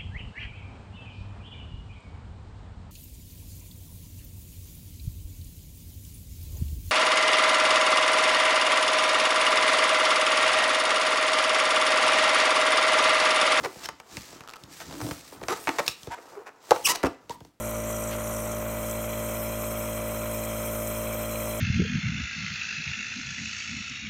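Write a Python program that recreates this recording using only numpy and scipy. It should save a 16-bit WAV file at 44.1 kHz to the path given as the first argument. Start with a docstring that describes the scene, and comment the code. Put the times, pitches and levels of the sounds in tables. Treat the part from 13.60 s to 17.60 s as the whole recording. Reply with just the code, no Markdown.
"""An inflated rubber balloon is handled and knotted in a small room.
From the start, fingers hiss over the skin and stick-slip friction releases it in snaps and creaks;
each slip crosses the skin as a chirp and sets the enclosed air ringing. Near 0.9 s the stretched neck
ticks through the fingers. Louder snaps and short hoots follow around 2 s, the loudest at 3.1 s.
At 3.25 s the knot slides tight with a squeak, and a few last snaps die away."""
import sys
import numpy as np
from scipy import signal
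from scipy.fft import rfft, irfft
from scipy.io import wavfile

SR = 44100
rng = np.random.default_rng(int(sys.argv[2]) if len(sys.argv) > 2 else 0)


def transcribe(signal):
    """Save signal, clipped to [-1, 1], as a 16-bit WAV file at the path in sys.argv[1]."""
    frames = np.atleast_2d(signal).T
    limited = np.clip(frames, -1, 1)
    pcm = np.round(limited * 32767).astype(np.int16)
    wavfile.write(sys.argv[1], SR, pcm)


N = 176400
T = np.arange(N) / SR
SHORT = T[:2048]  # time axis of one slip

# spectrum of the crack at a finger: f/Hz, gain/dB
CRACK_SPECTRUM = [(500, -8), (1500, -9), (2600, 3), (3400, 3.5), (4600, 3), (6200, 2), (9000, -5.5),
                  (16000, -13)]


def slip(hz, skin_db, thump_db, crack_db, travel_ms):
    """Impulse excitation: one release gives a crack, a chirp across the skin and a whole-body thump."""
    scatter_s, crack_s, radiation_limit_hz = 0.0061, 0.0024, 2850
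    kick = 1. * (SHORT == 0)
    scatter, burst = rng.standard_normal((2, len(SHORT)))
    wave = kick + amp(-21.5) * scatter * np.exp(-SHORT / scatter_s)
    wave = edge(wave, 0.38 * hz, "high", order=5)
    wave = edge(wave, 1.31 * hz, "low", order=2)
    wave = edge(wave, radiation_limit_hz, "low", order=12)
    skin = peak_one(cross_skin(wave, travel_ms))
    thump = peak_one(cross_skin(band(kick, 70, 178), travel_ms))
    crack = peak_one(colour(burst * np.exp(-SHORT / crack_s), CRACK_SPECTRUM))
    return amp(skin_db) * skin + amp(thump_db) * thump + amp(crack_db) * crack


def cross_skin(x, travel_ms):
    """Dispersion: on the air-loaded skin low notes arrive later; travel_ms is the delay at 1 kHz."""
    dispersion = .7  # group delay falls as f ** -dispersion
    khz = np.arange(len(x) + 1) * SR / (2 * len(x)) / 1000
    power = 1 - dispersion
    phase = 2 * np.pi * travel_ms * khz ** power / power
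    return irfft(rfft(x, 2 * len(x)) * np.exp(-1j * phase))[:len(x)]


def snaps():
    """Static friction gives way: the strained rubber is released in single slips."""
    # slips and taps: t/s, skin f/Hz, skin level/dB, thump level/dB, crack level/dB, delay at 1 kHz/ms
    releases = [(.042, 800, -24.5, -57, -52, 1.2), (.058, 990, -20, -51, -34, 1.2),
                (0.157, 447, -37, -50, -55, 1.95), (0.257, 2170, -29.5, -66, -24.5, 0.87),
                (0.288, 1240, -21.5, -48.5, -23.5, 0.51), (0.4, 1260, -33.5, -56, -34.5, 0.48),
                (.569, 1510, -26, -34.5, -24.5, 2), (0.727, 500, -39.5, -49, -57, 1.85),
                (0.807, 1890, -32.5, -44.5, -35.5, 0.45), (.936, 2250, -30, -53, -32.5, 0.31),
                (1.037, 1790, -62, -40.5, -31, 0.54), (1.202, 1280, -30.5, -63, -32, 1),
                (1.403, 940, -29, -45, -31, 1), (1.414, 900, -26.5, -58, -26, 1),
                (1.51, 1180, -24, -29, -27.5, 1.2), (1.722, 467, -35.5, -61, -52, 2.33),
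                (1.813, 486, -31.5, -57, -39.5, 2.96), (1.830, 530, -29.5, -49, -36, 1.5),
                (1.836, 1300, -26, -52, -33, 0.42), (1.884, 1010, -18, -40, -18.5, 0.91),
                (2.0724, 1520, -13, -39, -24, 0.48), (2.0792, 1480, -15.5, -48, -28.5, 0.45),
                (2.091, 1300, -12, -43, -21.5, 0.48), (2.1851, 1170, -15, -43.5, -18.5, 1),
                (2.201, 620, -18.5, -43, -25.5, 0.83), (2.279, 1680, -24.5, -66, -9, 0.92),
                (2.287, 1470, -32, -40, -20.5, 1.06), (2.432, 1500, -71, -47, -32, 0.9),
                (2.471, 357, -31.5, -33, -37, 1.87), (3.108, 900, -11, -36, -7.5, 1.3),
                (3.1163, 940, -6, -40.5, -17, 0.58), (3.161, 955, -24.5, -58, -27, 1.13),
                (3.431, 1370, -22, -35.5, -22, 1), (3.4354, 523, -12, -23.5, -26, 1.493),
                (3.447, 690, -15.5, -28, -27, 0.977), (3.6955, 520, -31.5, -43, -28.5, 1.77),
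                (3.805, 780, -41, -43, -42.5, 3.2), (3.849, 700, -42.5, -47.5, -43, 1)]
    out = np.zeros(N)
    for start, *shape in releases:
        add(out, start, slip(*shape))
    return out


def creaks():
    """Relaxation oscillation: a dragging finger sticks and slips in uneven runs that swell and fade."""
    # runs: t/s, duration/s, slip rate/Hz, skin f/Hz, skin level/dB, thump level/dB, crack level/dB
    runs = [(0.033, 0.029, 386, 1080, -28.5, -51, -32), (0.235, 0.027, 470, 2340, -42, -59, -32),
            (1.205, 0.02, 297, 1220, -36, -46.5, -35), (1.297, 0.067, 76, 624, -36.5, -50, -35),
            (1.422, 0.11, 89, 560, -33.5, -62, -33), (1.888, 0.049, 226, 1260, -24, -40.5, -26.5),
            (2.188, 0.0094, 500, 1250, -20, -44, -26), (2.263, 0.0055, 540, 2220, -36, -67, -25),
            (2.503, 0.046, 770, 1300, -36.5, -76, -41.5), (2.577, 0.013, 190, 910, -36.5, -69, -66),
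            (2.719, 0.11, 175, 660, -44, -85, -60), (2.858, 0.039, 205, 1290, -36, -66, -45),
            (3.346, 0.014, 380, 1380, -31, -52, -23.5), (3.452, 0.0206, 260, 760, -20.5, -38, -27.5)]
    jitter, spread_db = .11, 3
    out = np.zeros(N)
    for start, length, rate, *shape in runs:
        gaps, sizes = rng.standard_normal(size=(2, 64))
        slips = [slip(*shape, travel_ms=0.886) for _ in range(3)]
        picks = rng.integers(len(slips), size=len(gaps))
        times = np.r_[0, np.cumsum(np.exp(jitter * gaps[1:]))] / rate
        for k, t in enumerate(times[times < length]):
            swell = np.sin(np.pi * (t * rate + 1) / (length * rate + 2)) ** .5
            add(out, start + t, swell * amp(spread_db * sizes[k]) * slips[picks[k]])
    return out


def knot_squeak():
    """Stick-slip at audio rate: the tightening knot whistles, then rasps; uneven slips scrape more."""
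    # slide of the knot: t/s, slip rate/Hz, level/dB, roughness (0-1)
    slide = [(3.238, 3300, -47.5, 0.08), (3.249, 2850, -27, 0.045), (3.2565, 2480, -17.5, 0.02),
             (3.262, 3000, -19, 0.04), (3.270, 3200, -20, .15), (3.277, 850, -25, 0.23),
             (3.281, 700, -35.5, 0.03), (3.2865, 1170, -23.5, 0.3), (3.295, 880, -21.5, .04),
             (3.304, 1000, -21.5, .03), (3.32, 960, -27.5, 0.1), (3.338, 1100, -54, 0.2)]
    # spectrum of the squeak: f/Hz, gain/dB
    spectrum = [(200, -36.5), (600, -11.5), (1000, 2), (1600, -3.5), (2550, 0), (3600, -6.5), (5100, -1),
                (8000, -3.5), (11000, -7.5), (16000, -11)]
    rate, db, rough = in_time(slide)
    cycles = np.cumsum(rate * np.exp(rough * wander(1500))) / SR
    # one pulse a cycle, shared between the two nearest samples
    position = np.interp(np.arange(1, int(cycles[-1])), cycles, np.arange(N))
    i = np.minimum(position.astype(int), N - 2)
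    size = (1 + np.tanh(0.93 * rough * rng.standard_normal(N)))[i] / np.sqrt(rate[i])
    pulses = np.zeros(N)
    pulses[i], pulses[i + 1] = size * (1 - position + i), size * (position - i)
    scrape = amp(9) * rough * rms_one(rng.standard_normal(N) * (1 - cycles % 1) ** 2)
    sliding = (T > slide[0][0]) * (T < slide[-1][0])
    squeak = rms_one(colour(rms_one(pulses) + scrape, spectrum))
    return cross_skin(squeak * amp(db) * sliding, travel_ms=1.5)


def hoots():
    """Membrane vibration: the rubber sounds short gliding tones with a weak second harmonic; the faint steady
    tone near 1 kHz at 3.735 s is the enclosed air ringing on after the glide before it."""
    # tones: t/s, duration/s, first f/Hz, last f/Hz, peak level/dB
    tones = [(0.061, 0.026, 403, 360, -32), (0.246, 0.0204, 5000, 5420, -35),
             (1.313, 0.26, 317, 280, -38.5), (1.412, 0.053, 104, 119, -30.5),
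             (1.892, 0.051, 288, 498, -28.5), (1.89, 0.059, 1310, 1230, -29), (2.498, 0.066, 886, 990, -32),
             (2.084, 0.016, 348, 285, -22), (2.76, 0.053, 402.5, 394, -33.5), (3.111, 0.018, 489, 563, -12),
             (3.1165, 0.009, 760, 980, -7), (3.263, 0.028, 1226, 1060, -27.5),
             (3.305, 0.054, 1024, 930, -30.5), (3.702, 0.019, 856, 1010, -27.5),
             (3.735, 0.044, 1005, 990, -46.5)]
    wobble = 1 + 0.042 * wander(200)
    out = np.zeros(N)
    for start, length, first_hz, last_hz, db in tones:
        progress = np.linspace(0, 1, int(length * SR))
        hz = (first_hz + (last_hz - first_hz) * progress) * wobble[int(start * SR):][:len(progress)]
        phase = 2 * np.pi * np.cumsum(hz) / SR
        tone = np.sin(phase) + amp(-22) * np.sin(2 * phase)
        add(out, start, amp(db) * np.sin(np.pi * progress) * tone)
    return out


def neck_ticks():
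    """Damped oscillation: the stretched neck cracks and rings briefly at each slip through the fingers."""
    # slips of the neck: t/s, level/dB
    ticks = [(0.8372, -41), (.876, -34), (0.8869, -33), (.894, -31.5), (.902, -33), (.911, -38),
             (0.9227, -42), (0.9586, -35), (.9625, -38), (.967, -35)]
    ring_hz, ring_s, crack_s = 1300, 0.0014, 0.00067
    ring = np.sin(2 * np.pi * ring_hz * SHORT) * np.exp(-SHORT / ring_s)
    out = np.zeros(N)
    for start, db in ticks:
        burst = rng.standard_normal(len(SHORT)) * np.exp(-SHORT / crack_s)
        crack = peak_one(colour(burst, CRACK_SPECTRUM))
        add(out, start, amp(db) * (ring + amp(1) * crack))
    return out


def trapped_air(skin):
    """Cavity resonance: the air inside rings on in its normal modes after the skin has moved."""
    # air modes: f/Hz, gain/dB, T60/s
    modes = [(342, -10.5, 0.08), (403.3, -3.5, 0.3), (474, -2, 0.051), (680, -4, 0.38), (760, -2.5, 0.42),
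             (900, -1.5, 0.28), (1005, -4.5, 0.4), (1175, -2.5, 0.17), (1294, 1.5, 0.15), (2320, -6.5, 0.1)]
    out = np.zeros(N)
    for hz, db, t60 in modes:
        radius = np.exp(-np.log(1000) / (t60 * SR))
        forward = np.array([1, 0, -1]) * (1 - radius ** 2) / 2
        feedback = [1, -2 * radius * np.cos(2 * np.pi * hz / SR), radius ** 2]
        out += amp(db) * signal.lfilter(forward, feedback, skin + 1e-18)
    return out


def rubbing(curve, spectrum, gain_db, grain_db=2):
    """Friction noise: random amplitude modulation makes it grainy under a level curve."""
    grains = rng.standard_normal(N) * amp(grain_db * wander(440))
    return amp(in_time(curve)[0] + gain_db) * rms_one(colour(grains, spectrum))


def finger_hiss():
    """Sliding friction: fingers hiss on the rubber, brighter in some strokes than in others."""
    # strokes: t/s, relative level/dB, extra gain above 8 kHz/dB
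    strokes = [(0, -48, -1), (.06, -47, 4), (.11, -51.5, 5), (.19, -46, 1.5), (.24, -42, -1), (.3, -54, -2),
               (.34, -61, -5), (.45, -63.5, 2), (.52, -45, -1.5), (.58, -44, 2), (.66, -47, 1),
               (.75, -47.5, -2), (.82, -58, -1), (.9, -63, -10), (1, -58, 4), (1.08, -59, -7),
               (1.12, -46.5, 2), (1.21, -44, 3.5), (1.28, -47.5, -4), (1.43, -45, 7.5), (1.54, -43, 6),
               (1.63, -48.5, 1), (1.75, -51, 7), (1.8, -59.5, -2), (1.87, -54, 9), (1.93, -40.5, -2),
               (2.03, -46.5, 10), (2.13, -42.5, -0.5), (2.24, -47.5, 5), (2.3, -37.5, 4.5), (2.36, -54, 3),
               (2.46, -51, 4.5), (2.53, -56, -10), (2.6, -56, 2), (2.72, -54.5, 1), (2.84, -67, 3),
               (2.93, -68, -1), (3, -64, -5), (3.04, -52, 1), (3.16, -43.5, 4), (3.22, -46.5, 4),
               (3.4, -57.5, 9), (3.5, -59.5, 5), (3.6, -67.5, -13), (3.695, -64.5, -6), (3.706, -41, -5),
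               (3.75, -59.5, 12), (3.78, -67, -6), (3.86, -62, -1), (3.93, -79, 0)]
    # spectrum of the hiss: f/Hz, gain/dB
    spectrum = [(700, -11), (1800, 5.5), (3000, 3), (5000, 5.5), (7800, 3.5), (9500, -5), (13000, -6.5),
                (16000, -6)]
    hiss = rubbing(strokes, spectrum, gain_db=-3)
    top = irfft(rfft(hiss) * (np.arange(N // 2 + 1) * SR / N > 8000), N)
    _, top_db = in_time(strokes)
    return hiss + top * (amp(top_db) - 1)


def skin_rustle():
    """Frictional excitation: the skin rustles in the midrange under the hands."""
    # envelope of the rustle: t/s, relative level/dB
    envelope = [(0, -46), (.15, -54.5), (.25, -45.5), (.37, -65), (.46, -55.5), (.55, -51.5), (.65, -57.5),
                (.8, -50), (.99, -55.5), (1.06, -54.5), (1.18, -57), (1.33, -48.5), (1.45, -47.5),
                (1.6, -53.5), (1.7, -58.5), (1.76, -48), (1.8, -54), (1.96, -43), (2.05, -53),
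                (2.15, -42.5), (2.3, -52), (2.39, -62), (2.44, -55), (2.68, -49.5), (2.8, -51),
                (2.95, -57.5), (3.06, -55), (3.15, -37.5), (3.22, -64.5), (3.3, -32.5), (3.38, -45.5),
                (3.55, -59), (3.68, -60), (3.73, -49), (3.8, -75), (3.87, -67.5), (4, -84)]
    # spectrum of the rustle: f/Hz, gain/dB
    spectrum = [(120, -19), (300, -2.5), (500, -2), (950, -0.5), (1400, -4.5), (2400, -16.5), (5000, -34)]
    return rubbing(envelope, spectrum, gain_db=-2)


def handling_rumble():
    """Forced vibration: handling shakes the balloon at low frequencies."""
    # envelope of the rumble: t/s, relative level/dB
    envelope = [(0, -37), (.12, -61), (.28, -53), (.48, -66), (.55, -43.5), (.66, -57.5), (.76, -51.5),
                (.97, -71), (1.04, -49), (1.18, -58), (1.31, -38.5), (1.39, -47), (1.44, -32.5),
                (1.55, -51.5), (1.69, -56), (1.77, -46), (1.86, -46), (2, -54), (2.4, -61.5), (2.5, -62),
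                (2.62, -76), (3.07, -77.5), (3.12, -47), (3.2, -60.5), (3.305, -34), (3.38, -77),
                (3.5, -65), (3.68, -57.5), (3.75, -51), (3.86, -55), (4, -73)]
    # spectrum of the rumble: f/Hz, gain/dB
    spectrum = [(20, -49), (40, -21.5), (65, -0.5), (110, -3), (200, -3), (320, 0), (600, -32)]
    return rubbing(envelope, spectrum, gain_db=-4.5, grain_db=2.5)


def room(x):
    """Reverberation: a diffuse tail builds quickly and dies soonest in the high treble."""
    # reverberation time: f/Hz, T60/s
    decay = [(100, 0.19), (500, 0.29), (2000, .4), (6000, 0.21), (16000, 0.083)]
    # spectrum of the tail: f/Hz, gain/dB
    spectrum = [(60, -12), (250, -8), (600, -15), (1200, -16.5), (3000, -10.5), (7000, -13), (16000, -23.5)]
    t, tail = T[:SR // 2], 0
    build_up = 1 - np.exp(-(t / 0.0081) ** 2)
    octaves = 40 * 2. ** np.arange(10)
    for low, high in zip(octaves, octaves[1:]):
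        fade = build_up * np.exp(-np.log(1000) * t / at_hz(decay, np.sqrt(low * high)))
        tail = tail + band(rng.standard_normal(len(t)), low, high) * fade / np.linalg.norm(fade)
    return signal.fftconvolve(x, colour(tail, spectrum))[:N]


def background():
    """Stationary noise: a faint, dull floor."""
    # spectrum of the floor: f/Hz, gain/dB
    spectrum = [(20, -37.5), (45, -29), (90, -1), (300, -5), (800, -12.5), (2500, -18.5), (16000, -31.5)]
    return amp(-70.5) * rms_one(colour(rng.standard_normal(N), spectrum))


def amp(db):
    """Decibels to amplitude ratio."""
    return 10 ** (np.asarray(db) / 20)


def rms_one(x):
    """Normalisation to rms 1."""
    return x / np.sqrt(np.mean(x ** 2) + 1e-20)


def peak_one(x):
    """Normalisation to peak 1."""
    return x / (np.abs(x).max() + 1e-20)


def in_time(rows):
    """Linear interpolation of a curve's columns at every sample."""
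    times, *columns = np.transpose(rows)
    return [np.interp(T, times, column) for column in columns]


def at_hz(points, hz):
    """Interpolation on a log-frequency axis."""
    freqs, values = np.transpose(points)
    return np.interp(np.log(np.maximum(hz, 1)), np.log(freqs), values)


def colour(x, points):
    """Minimum-phase filter: folding the cepstrum gives a causal response with the given spectrum."""
    n = 2 * len(x)
    cepstrum = irfft(np.log(amp(at_hz(points, np.arange(n // 2 + 1) * SR / n))))
    cepstrum[1:n // 2] *= 2
    cepstrum[n // 2 + 1:] = 0
    return irfft(rfft(x, n) * np.exp(rfft(cepstrum)))[:len(x)]


def edge(x, hz, kind, order):
    """Maximally flat filter with cutoff at hz."""
    return signal.sosfilt(signal.butter(order, hz, kind, fs=SR, output="sos"), x + 1e-18)


def band(x, low, high):
    """Gentle band-pass."""
    return edge(x, [low, high], "band", order=2)


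def wander(per_s):
    """Random fluctuation of rms 1, interpolated between per_s values a second."""
    return rms_one(np.interp(T * per_s, np.arange(N), rng.standard_normal(N)))


def add(out, start, x):
    """Superposition of x from start seconds on."""
    i = int(start * SR)
    out[i:i + len(x)] += x[:N - i]


def scene():
    """Source and resonator: the skin drives the enclosed air, and the whole balloon excites the room."""
    skin = snaps() + creaks() + neck_ticks() + knot_squeak() + skin_rustle()
    balloon = skin + trapped_air(skin) + hoots() + finger_hiss() + handling_rumble()
    return (balloon + background() + room(balloon))[None]


def record(dry):
    """Band limiting: a steep elliptic low-pass cuts the highest treble."""
    cutoff_hz = 15850
    return signal.sosfilt(signal.ellip(12, .2, 80, cutoff_hz, fs=SR, output="sos"), dry)


dry = scene()
out = record(dry)
transcribe(out)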